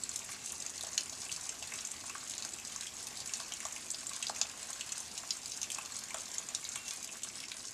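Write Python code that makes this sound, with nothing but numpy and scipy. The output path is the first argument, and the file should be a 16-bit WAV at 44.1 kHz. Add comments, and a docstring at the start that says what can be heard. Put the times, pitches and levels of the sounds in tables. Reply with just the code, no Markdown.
"""A wood in steady rain, heard from under a small shelter: near drops splat on leaves as enveloped noise bursts
through resonances, many smaller ones patter behind them, heavy ones land with a low knock.
Standing waves and a short noise tail make the shelter ring after every drop. Behind lie a far hiss and a low
rumble of shaped noise; a far bird whistles one broken, falling call of sine notes."""
import sys
import numpy as np
from scipy import signal
from scipy.fft import rfft, irfft, next_fast_len
from scipy.io import wavfile
from scipy.ndimage import uniform_filter1d, map_coordinates

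SR = 44100
rng = np.random.default_rng(int(sys.argv[2]) if len(sys.argv) > 2 else 0)


def wrap_up_sound(samples):
    """Save the sound to the file named by the first command line argument, as 16-bit audio."""
    columns = np.atleast_2d(samples).T
    # keep every value between -1 and 1, then stretch to whole-number steps
    tamed = np.clip(columns, -1, 1)
    steps = np.round(tamed * 32767).astype(np.int16)
    wavfile.write(sys.argv[1], SR, steps)


def gain_from_db(level_db):
    """Turn a decibel level (scalar or array-like) into a linear amplitude factor."""
    decades = np.asarray(level_db, float) / 20
    return 10 ** decades


N = 340893


def unit(x):
    """Scaled to rms 1."""
    return x / np.sqrt(np.mean(x ** 2) + 1e-20)


def along(points, hz):
    """(Hz, value) points interpolated on a log frequency axis."""
    point_hz, value = np.transpose(points)
    return np.interp(np.log(hz + 1), np.log(point_hz + 1), value)


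def wobble(knots_per_s):
    """A smooth curve through random knots."""
    knots = rng.standard_normal(int(N * knots_per_s / SR) + 4)
    return map_coordinates(knots, [np.arange(N) * knots_per_s / SR])


def filtered(x, response):
    """x through a complex response of frequency in Hz."""
    size = next_fast_len(x.shape[-1] + 2048)
    spectrum = rfft(x, size) * response(np.fft.rfftfreq(size, 1 / SR))
    return irfft(spectrum, size)[..., :x.shape[-1]]


def resonance(f, hz, width_hz):
    """One causal resonance, gain 1 at its centre."""
    return 1j * f * width_hz / (hz * hz - f * f + 1j * f * width_hz)


def rush(spectrum, patchy_db):
    """Shaped noise of rms 1, its gain patchy over time and frequency."""
    z = signal.stft(rng.standard_normal(N + 512), nperseg=512)[2]
    field = uniform_filter1d(rng.standard_normal(z.shape), size=6, axis=0)
    field = uniform_filter1d(field, size=8, axis=1)
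    noise = signal.istft(z * gain_from_db(patchy_db * unit(field)), nperseg=512)[1][:N]
    return unit(filtered(noise, lambda f: gain_from_db(along(spectrum, f))))


def faint(count, low_hz, high_hz):
    """Random start_s, pitch_hz and two bounded scatters for the drops that are not listed."""
    u = rng.random((count, 2))
    scatter = np.clip(rng.standard_normal((count, 2)), -3, 1.3)
    start_s = u[:, 0] * N / SR
    pitch_hz = low_hz * (high_hz / low_hz) ** u[:, 1]
    return start_s, pitch_hz, scatter[:, 0], scatter[:, 1]


def clumped(u, knots_per_s, depth_db):
    """Even chance 0-1 turned into moments in s that crowd together in flurries."""
    crowd = np.cumsum(gain_from_db(depth_db * wobble(knots_per_s)))
    return np.interp(u, crowd / crowd[-1], np.arange(N) / SR)


def splats(start_s, peak_db, pitch_hz, sharp, t60_s, rise_s, uneven):
    """Each drop: a sharp impact and a noise burst ring one broad resonance; some smear out longer."""
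    t = np.arange(640) / SR
    draw = rng.standard_normal((len(start_s), len(t) + 1))
    smear = np.exp(np.clip(uneven * draw[:, :1], -1, 1))  # stretches rise and decay
    decay = gain_from_db(-60 * t / (t60_s * smear))
    burst = draw[:, 1:] * decay * (1 - np.exp(-t / (rise_s * smear)))
    burst[:, 12] += 0.75 * np.linalg.norm(burst, axis=1) / smear[:, 0]  # impact
    hz = np.asarray(pitch_hz)[:, None]
    ring = filtered(burst, lambda f: resonance(f, hz, hz / sharp) ** 3)
    ring *= gain_from_db(peak_db)[:, None] / np.abs(ring).max(axis=1, keepdims=True)
    at = np.round(np.asarray(start_s) * SR).astype(int)[:, None] + np.arange(len(t))
    return np.bincount(np.clip(at, 0, N).ravel(), ring.ravel(), N + 1)[:N]


# clearest near drops on leaves: start_s, spray_peak_db, slap_peak_db, leaf_hz
NEAR_DROPS = [(0.0353, -27.5, -34, 4730), (0.092, -22.5, -49, 4820), (0.1593, -22, -28, 4500),
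              (0.192, -29, -49, 4000), (0.244, -35, -45, 4000), (0.291, -35, -53, 4000),
              (0.322, -34.5, -40, 4000), (0.459, -28, -31, 5090), (0.474, -35, -39, 4000),
              (0.5195, -28.5, -49, 5170), (0.6013, -28, -39, 4250), (0.623, -28, -37, 4000),
              (0.663, -27.5, -36.5, 2720), (0.779, -29, -35, 4000), (0.809, -30, -30.5, 3800),
              (0.834, -26.5, -33, 5090), (0.868, -31, -43, 4100), (0.883, -36, -48, 4000),
              (0.931, -31, -44, 4000), (0.952, -34, -52, 4000), (0.978, -16.5, -17.5, 3460),
              (1.007, -29, -30.5, 4830), (1.096, -29, -34, 5000), (1.125, -34, -52, 3970),
              (1.217, -27.5, -34, 4550), (1.249, -32, -43, 4000), (1.293, -50, -33.5, 2940),
              (1.3163, -29, -29, 3900), (1.325, -26, -28, 5100), (1.362, -29, -30, 5130),
              (1.455, -31, -36, 4070), (1.4913, -23.5, -35, 2800), (1.6256, -27.5, -31.5, 2840),
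              (1.673, -32, -37, 4000), (1.72, -33, -33.5, 2200), (1.737, -27, -38, 2090),
              (1.788, -38, -28.5, 4100), (1.807, -31, -44, 4000), (1.85, -25.5, -49, 4690),
              (1.871, -27, -42, 3700), (1.916, -23.5, -41.5, 2480), (2.097, -27.5, -38, 2640),
              (2.238, -34.5, -52, 4000), (2.275, -36, -42, 4000), (2.296, -28, -42, 4000),
              (2.308, -31.5, -33.5, 4740), (2.337, -37, -31.5, 4000), (2.38, -23.5, -36, 4070),
              (2.423, -30, -30.5, 3630), (2.4492, -25, -28.5, 5100), (2.537, -33, -36.5, 4030),
              (2.586, -33, -41, 2720), (2.6497, -30, -31, 4800), (2.672, -33, -44, 4000),
              (2.761, -26, -35, 5090), (2.809, -26, -30, 4380), (2.832, -32, -52, 4790),
              (2.844, -34, -50, 4000), (2.869, -29, -32.5, 3150), (2.938, -36, -59, 4000),
              (3.028, -31, -50, 4000), (3.069, -31, -35, 3950), (3.172, -32, -29.5, 5070),
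              (3.2027, -31, -32, 4740), (3.259, -29, -37, 4000), (3.2734, -29.5, -53, 2170),
              (3.293, -31, -36, 2570), (3.336, -22, -30.5, 4370), (3.37, -30, -49, 4000),
              (3.401, -33, -28, 4570), (3.521, -30, -30, 2770), (3.537, -26, -41, 2660),
              (3.603, -25.5, -36, 2260), (3.652, -24.5, -34.5, 2460), (3.666, -27, -45, 4000),
              (3.724, -29, -53, 4000), (3.762, -31.5, -32.5, 2520), (3.9027, -25, -31, 5030),
              (3.9137, -23, -39, 5090), (3.936, -35, -41, 4000), (3.945, -45, -26.5, 4650),
              (3.985, -33.5, -42, 4000), (4.0678, -24, -47, 5090), (4.093, -29, -35, 4300),
              (4.133, -30, -36, 3820), (4.163, -28.5, -34, 4000), (4.226, -23.5, -26.5, 2980),
              (4.268, -32, -24, 4260), (4.283, -28, -48, 4000), (4.2951, -27.5, -28.5, 4780),
              (4.361, -31.5, -35, 2600), (4.4138, -15, -20.5, 4200), (4.587, -40, -53, 4020),
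              (4.629, -32, -35, 3640), (4.704, -30.5, -36, 5060), (4.73, -30, -34.5, 4000),
              (4.809, -25.5, -28, 3170), (4.891, -39, -38, 4000), (4.92, -25, -32, 4100),
              (4.958, -35, -41, 4000), (4.979, -30, -36, 4530), (5.003, -25, -40.5, 5090),
              (5.177, -30, -30.5, 3900), (5.3063, -27, -18, 4720), (5.369, -30.5, -49, 4000),
              (5.458, -30, -29.5, 4380), (5.5185, -31, -29, 4040), (5.574, -30, -46, 4000),
              (5.6155, -26, -32, 4100), (5.63, -23, -32.5, 3220), (5.702, -26, -28, 3000),
              (5.7173, -23.5, -37, 2800), (5.746, -27, -33, 4900), (5.784, -30, -37, 2540),
              (5.92, -32, -38, 4500), (5.965, -29, -47, 4000), (5.988, -34, -36, 5000),
              (6.037, -31, -40, 4000), (6.106, -34, -34.5, 2280), (6.1437, -23, -33, 3180),
              (6.184, -31, -41, 4000), (6.256, -34, -35, 4500), (6.281, -37, -39, 4020),
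              (6.315, -34, -33, 5000), (6.34, -32.5, -36.5, 4000), (6.3822, -20.5, -36, 4000),
              (6.4872, -25.5, -38, 2800), (6.5483, -22.5, -21, 5100), (6.642, -28.5, -52, 4000),
              (6.6502, -41, -28.5, 3900), (6.689, -26, -46, 3800), (6.72, -33, -52, 4000),
              (6.7575, -24.5, -27.5, 2730), (6.883, -34, -35, 3500), (6.908, -29, -32, 3400),
              (6.934, -32, -49, 4000), (6.96, -35, -44, 4000), (7.028, -30, -39, 4000),
              (7.044, -28, -31, 4840), (7.09, -42, -38, 2570), (7.128, -33, -44, 4000),
              (7.233, -26, -33.5, 3800), (7.287, -30, -53, 5090), (7.354, -34, -33, 4180),
              (7.402, -32, -32, 4230), (7.437, -51, -37, 2660), (7.483, -35, -35, 4320),
              (7.517, -31, -26.5, 3760), (7.652, -30.5, -38.5, 4000), (7.673, -37, -52, 4000)]


def near_drops():
    """The leaf slaps at its own pitch, water sprays in the treble, a fine mist ticks above that."""
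    faint_spray_db, faint_slap_db, spray_scatter_db, slap_scatter_db = -38, -45, 3.5, 3.5
    middling_mist_db, mist_db_per_spray_db, mist_scatter_db = -42, 0.73, 2.5
    at_s, hz, wet, hard = faint(count=60, low_hz=2180, high_hz=4960)
    chance = [at_s, faint_spray_db + spray_scatter_db * wet, faint_slap_db + slap_scatter_db * hard, hz]
    start_s, spray_db, slap_db, leaf_hz = np.hstack([np.transpose(NEAR_DROPS), chance])
    mist_db = middling_mist_db + mist_db_per_spray_db * (spray_db - spray_db.mean())
    mist_db = mist_db + mist_scatter_db * np.clip(rng.standard_normal(len(start_s)), -2, 1.5)
    mist_hz = np.full(len(start_s), 10100)
    spray_hz = 7050 * np.exp(0.045 * rng.standard_normal(len(start_s)))
    spray = splats(start_s, spray_db, spray_hz, sharp=2.52, t60_s=0.011, rise_s=0.0005, uneven=0.3)
    mist = splats(start_s, mist_db, mist_hz, sharp=1.5, t60_s=0.016, rise_s=0.00033, uneven=0.88)
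    slap = splats(start_s, slap_db, leaf_hz, sharp=1.45, t60_s=0.007, rise_s=0.0007, uneven=0.2)
    return spray + mist + slap


# heavy drops: start_s, peak_db, brightest_hz
HEAVY_DROPS = [(0.291, -39, 1620), (0.836, -39.5, 810), (0.869, -44, 1050), (0.9765, -36, 1800),
               (1.124, -48, 875), (1.524, -41, 1530), (1.622, -45, 810), (2.038, -41.5, 960),
               (2.097, -42, 1100), (2.151, -34, 1500), (2.449, -37, 1130), (3.115, -46.5, 895),
               (3.243, -45, 1300), (3.4, -37, 1280), (3.516, -42, 1280), (3.652, -36.5, 1000),
               (4.296, -30.5, 960), (4.413, -33.5, 880), (4.448, -47, 796), (4.698, -43.5, 1160),
               (5.235, -40.5, 1080), (5.783, -35, 1230), (6.1445, -33, 840), (6.16, -42, 1500),
               (6.758, -39, 1100), (7.131, -49, 690), (7.155, -38.5, 1700), (7.517, -33, 1860),
               (7.546, -50, 750)]


def knocks():
    """Heavy drops land with a dull low blow, lighter ones at random among them."""
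    at_s, pitch_hz, size, _ = faint(count=12, low_hz=670, high_hz=1440)
    chance = [at_s, -52 + 0.75 * size, pitch_hz]
    start_s, peak_db, brightest_hz = np.hstack([np.transpose(HEAVY_DROPS), chance])
    return splats(start_s, peak_db, brightest_hz, sharp=0.75, t60_s=0.004, rise_s=0.0003, uneven=0.15)


# tone weighting of the small drops: freq_hz, relative_gain_db
PATTER_TONE = [(710, -6), (1200, -9), (1840, -14), (5800, -0.5), (6570, 3.5), (9850, 1), (14300, -38)]


def small_drops(grain_rms_db=-52, tick_rms_db=-66, spread_db=4, count=2200):
    """Many small drops in flurries, few of them large, each a pitched grain and a bright tick."""
    u = rng.random((count, 4))
    start_s = clumped(u[:, 0], 30, depth_db=3)
    size_db = np.minimum(-spread_db * np.log(u[:, 1] + 1e-9), 8)
    grain_hz, tick_hz = 1500 * 8.2 ** u[:, 2], 8500 * 0.58 ** u[:, 3]
    grains = splats(start_s, size_db, grain_hz, sharp=0.84, t60_s=0.005, rise_s=0.0007, uneven=0.6)
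    ticks = splats(start_s, size_db, tick_hz, sharp=0.65, t60_s=0.029, rise_s=0.00048, uneven=0.29)
    grains = filtered(grains, lambda f: gain_from_db(along(PATTER_TONE, f)))
    return gain_from_db(grain_rms_db) * unit(grains) + gain_from_db(tick_rms_db) * unit(ticks)


# standing waves under the shelter: mode_hz, relative_gain_db
STANDING_WAVES = [(657, 7), (845, 7.5), (1050, 2), (1145, 6.5), (1585, 0), (2121, 2), (2258, -7.5),
                  (2640, 4.5), (2909, -13), (4280, 2.5), (4925, -6.5), (5415, 3.5), (6359, -4.5), (7779, 2)]
# decay of the dense answer: freq_hz, t60_s
TAIL_DECAY = [(600, 0.64), (3000, 0.19), (9000, 0.092)]


def dense_answer(delay_s=0.002, early_end_s=0.029, early_fade_s=0.011, early_db=2):
    """Decaying noise of unit energy, its early part raised, then fading to the later level."""
    hz, t, z = signal.stft(rng.standard_normal(SR // 3), SR, nperseg=128)
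    tail = signal.istft(z * gain_from_db(-60 * t / along(TAIL_DECAY, hz)[:, None]), SR, nperseg=128)[1]
    tail *= gain_from_db(early_db * np.clip((early_end_s - np.arange(len(tail)) / SR) / early_fade_s, 0, 1))
    return np.pad(tail / np.linalg.norm(tail), (int(delay_s * SR), 0))


def standing_waves(f, shift_db):
    """Sum of narrow resonances of alternating sign, their gains shifted by the given dB."""
    total = 0
    for k, (mode_hz, gain_db) in enumerate(STANDING_WAVES):
        mode = resonance(f, mode_hz, 35 + 0.014 * mode_hz)
        total = total + (-1) ** k * gain_from_db(gain_db + shift_db[k]) * mode
    return total


def shelter(x, tail_db=-4, modes_db=5, vary_gain_db=2.5):
    """Modes ring on and a dense answer follows every drop; noise and mode gains are redrawn each 1/8 s."""
    out, step = np.zeros(N + SR), SR // 8
    for at in range(0, N, step):
        part = np.pad(x[at:at + step], (0, SR // 2))
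        tail = signal.fftconvolve(part, dense_answer())[:len(part)]
        shift_db = vary_gain_db * rng.standard_normal(len(STANDING_WAVES))
        modes = filtered(part, lambda f: standing_waves(f, shift_db))
        out[at:at + len(part)] += gain_from_db(tail_db) * tail + gain_from_db(modes_db) * modes
    return x + out[:N]


# far rain level: time_s, level_db
FAR_LEVEL = [(0.0, -50), (5.45, -49.5), (6.59, -49.5), (7.73, -54.5)]
# far rain spectrum: freq_hz, relative_density_db
FAR_SPECTRUM = [(260, -46), (450, -14.5), (675, -6), (928, -8), (1120, -7), (1290, -9.5), (2590, -7.5),
                (3080, -11.5), (5600, -6.5), (7300, -2), (9800, -16), (11800, -16), (14400, -16.5)]


def far_rain():
    """Drops too far and many to tell apart merge into a hiss that wavers a little and sinks at the end."""
    level_db = np.interp(np.arange(N) / SR, *np.transpose(FAR_LEVEL))
    return gain_from_db(level_db + 0.38 * wobble(24)) * rush(FAR_SPECTRUM, patchy_db=2.0)


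# whistled notes: start_s, length_s, pitch_hz, level_db (at the start), swell_db (change while held)
BIRD_NOTES = [(6.77, .062, 2730, -55.5, -1), (6.845, .06, 2715, -54, -1), (6.915, .045, 2480, -57.5, 0),
              (6.97, .08, 2450, -64, -2)]


def bird(edge_s=0.015):
    """A thin broken, falling whistle of sines with wavering pitch and fluttering level."""
    t = np.arange(N) / SR
    waver_rad = 2 * np.pi * np.cumsum(20 * wobble(60)) / SR
    flutter_db = 1.2 * wobble(55)
    notes = 0
    for start_s, length_s, pitch_hz, level_db, swell_db in BIRD_NOTES:
        edges = np.clip(np.minimum(t - start_s, start_s + length_s - t) / edge_s + 0.5, 0, 1)
        held = np.clip((t - start_s) / length_s, 0, 1)
        tone = np.sin(2 * np.pi * pitch_hz * t + waver_rad)
        notes = notes + edges * gain_from_db(level_db + swell_db * held) * tone
    return gain_from_db(flutter_db) * np.sqrt(2) * notes


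# rumble spectrum: freq_hz, relative_density_db
RUMBLE_SPECTRUM = [(12, -43), (20, -13.5), (59, -4), (114, 0.5), (176, -3.5), (228, 3), (303, -2.5),
                   (403, -3.5), (600, -10), (780, -10), (1320, -120)]


def rumble():
    """Low shaped noise with a hum of narrow-band noise in it, both slowly fading."""
    start_db, fade_db_per_s = -60.5, 0.27
    hum_start_db, hum_fade_db_per_s = -70.5, 1.5
    t = np.arange(N) / SR
    hum = unit(filtered(rng.standard_normal(N), lambda f: resonance(f, 80.6, 10.0) ** 2))
    low = gain_from_db(start_db - fade_db_per_s * t) * rush(RUMBLE_SPECTRUM, patchy_db=1.07)
    return low + gain_from_db(hum_start_db - hum_fade_db_per_s * t) * hum


def scene():
    """Near drops sound in the shelter, the far sounds behind them."""
    drops = near_drops() + knocks() + small_drops()
    return (shelter(drops) + far_rain() + bird() + rumble())[None]


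def low_pass(x):
    """Removes everything above the highest recorded frequency."""
    return signal.sosfilt(signal.butter(12, 15420, fs=SR, output="sos"), x)


# microphone treble roll-off: freq_hz, gain_db
MIC_ROLLOFF = [(10500, 0), (14400, -8.5)]
# band limit: freq_hz, gain_db
BAND_LIMIT = [(14480, 0), (14600, -26), (15400, -44), (17000, -60)]


def record(dry):
    """The microphone loses the top treble up to a hard band limit."""
    mix = filtered(dry, lambda f: gain_from_db(along(MIC_ROLLOFF, f) + along(BAND_LIMIT, f)))
    return low_pass(mix)


dry = scene()
out = record(dry)
wrap_up_sound(out)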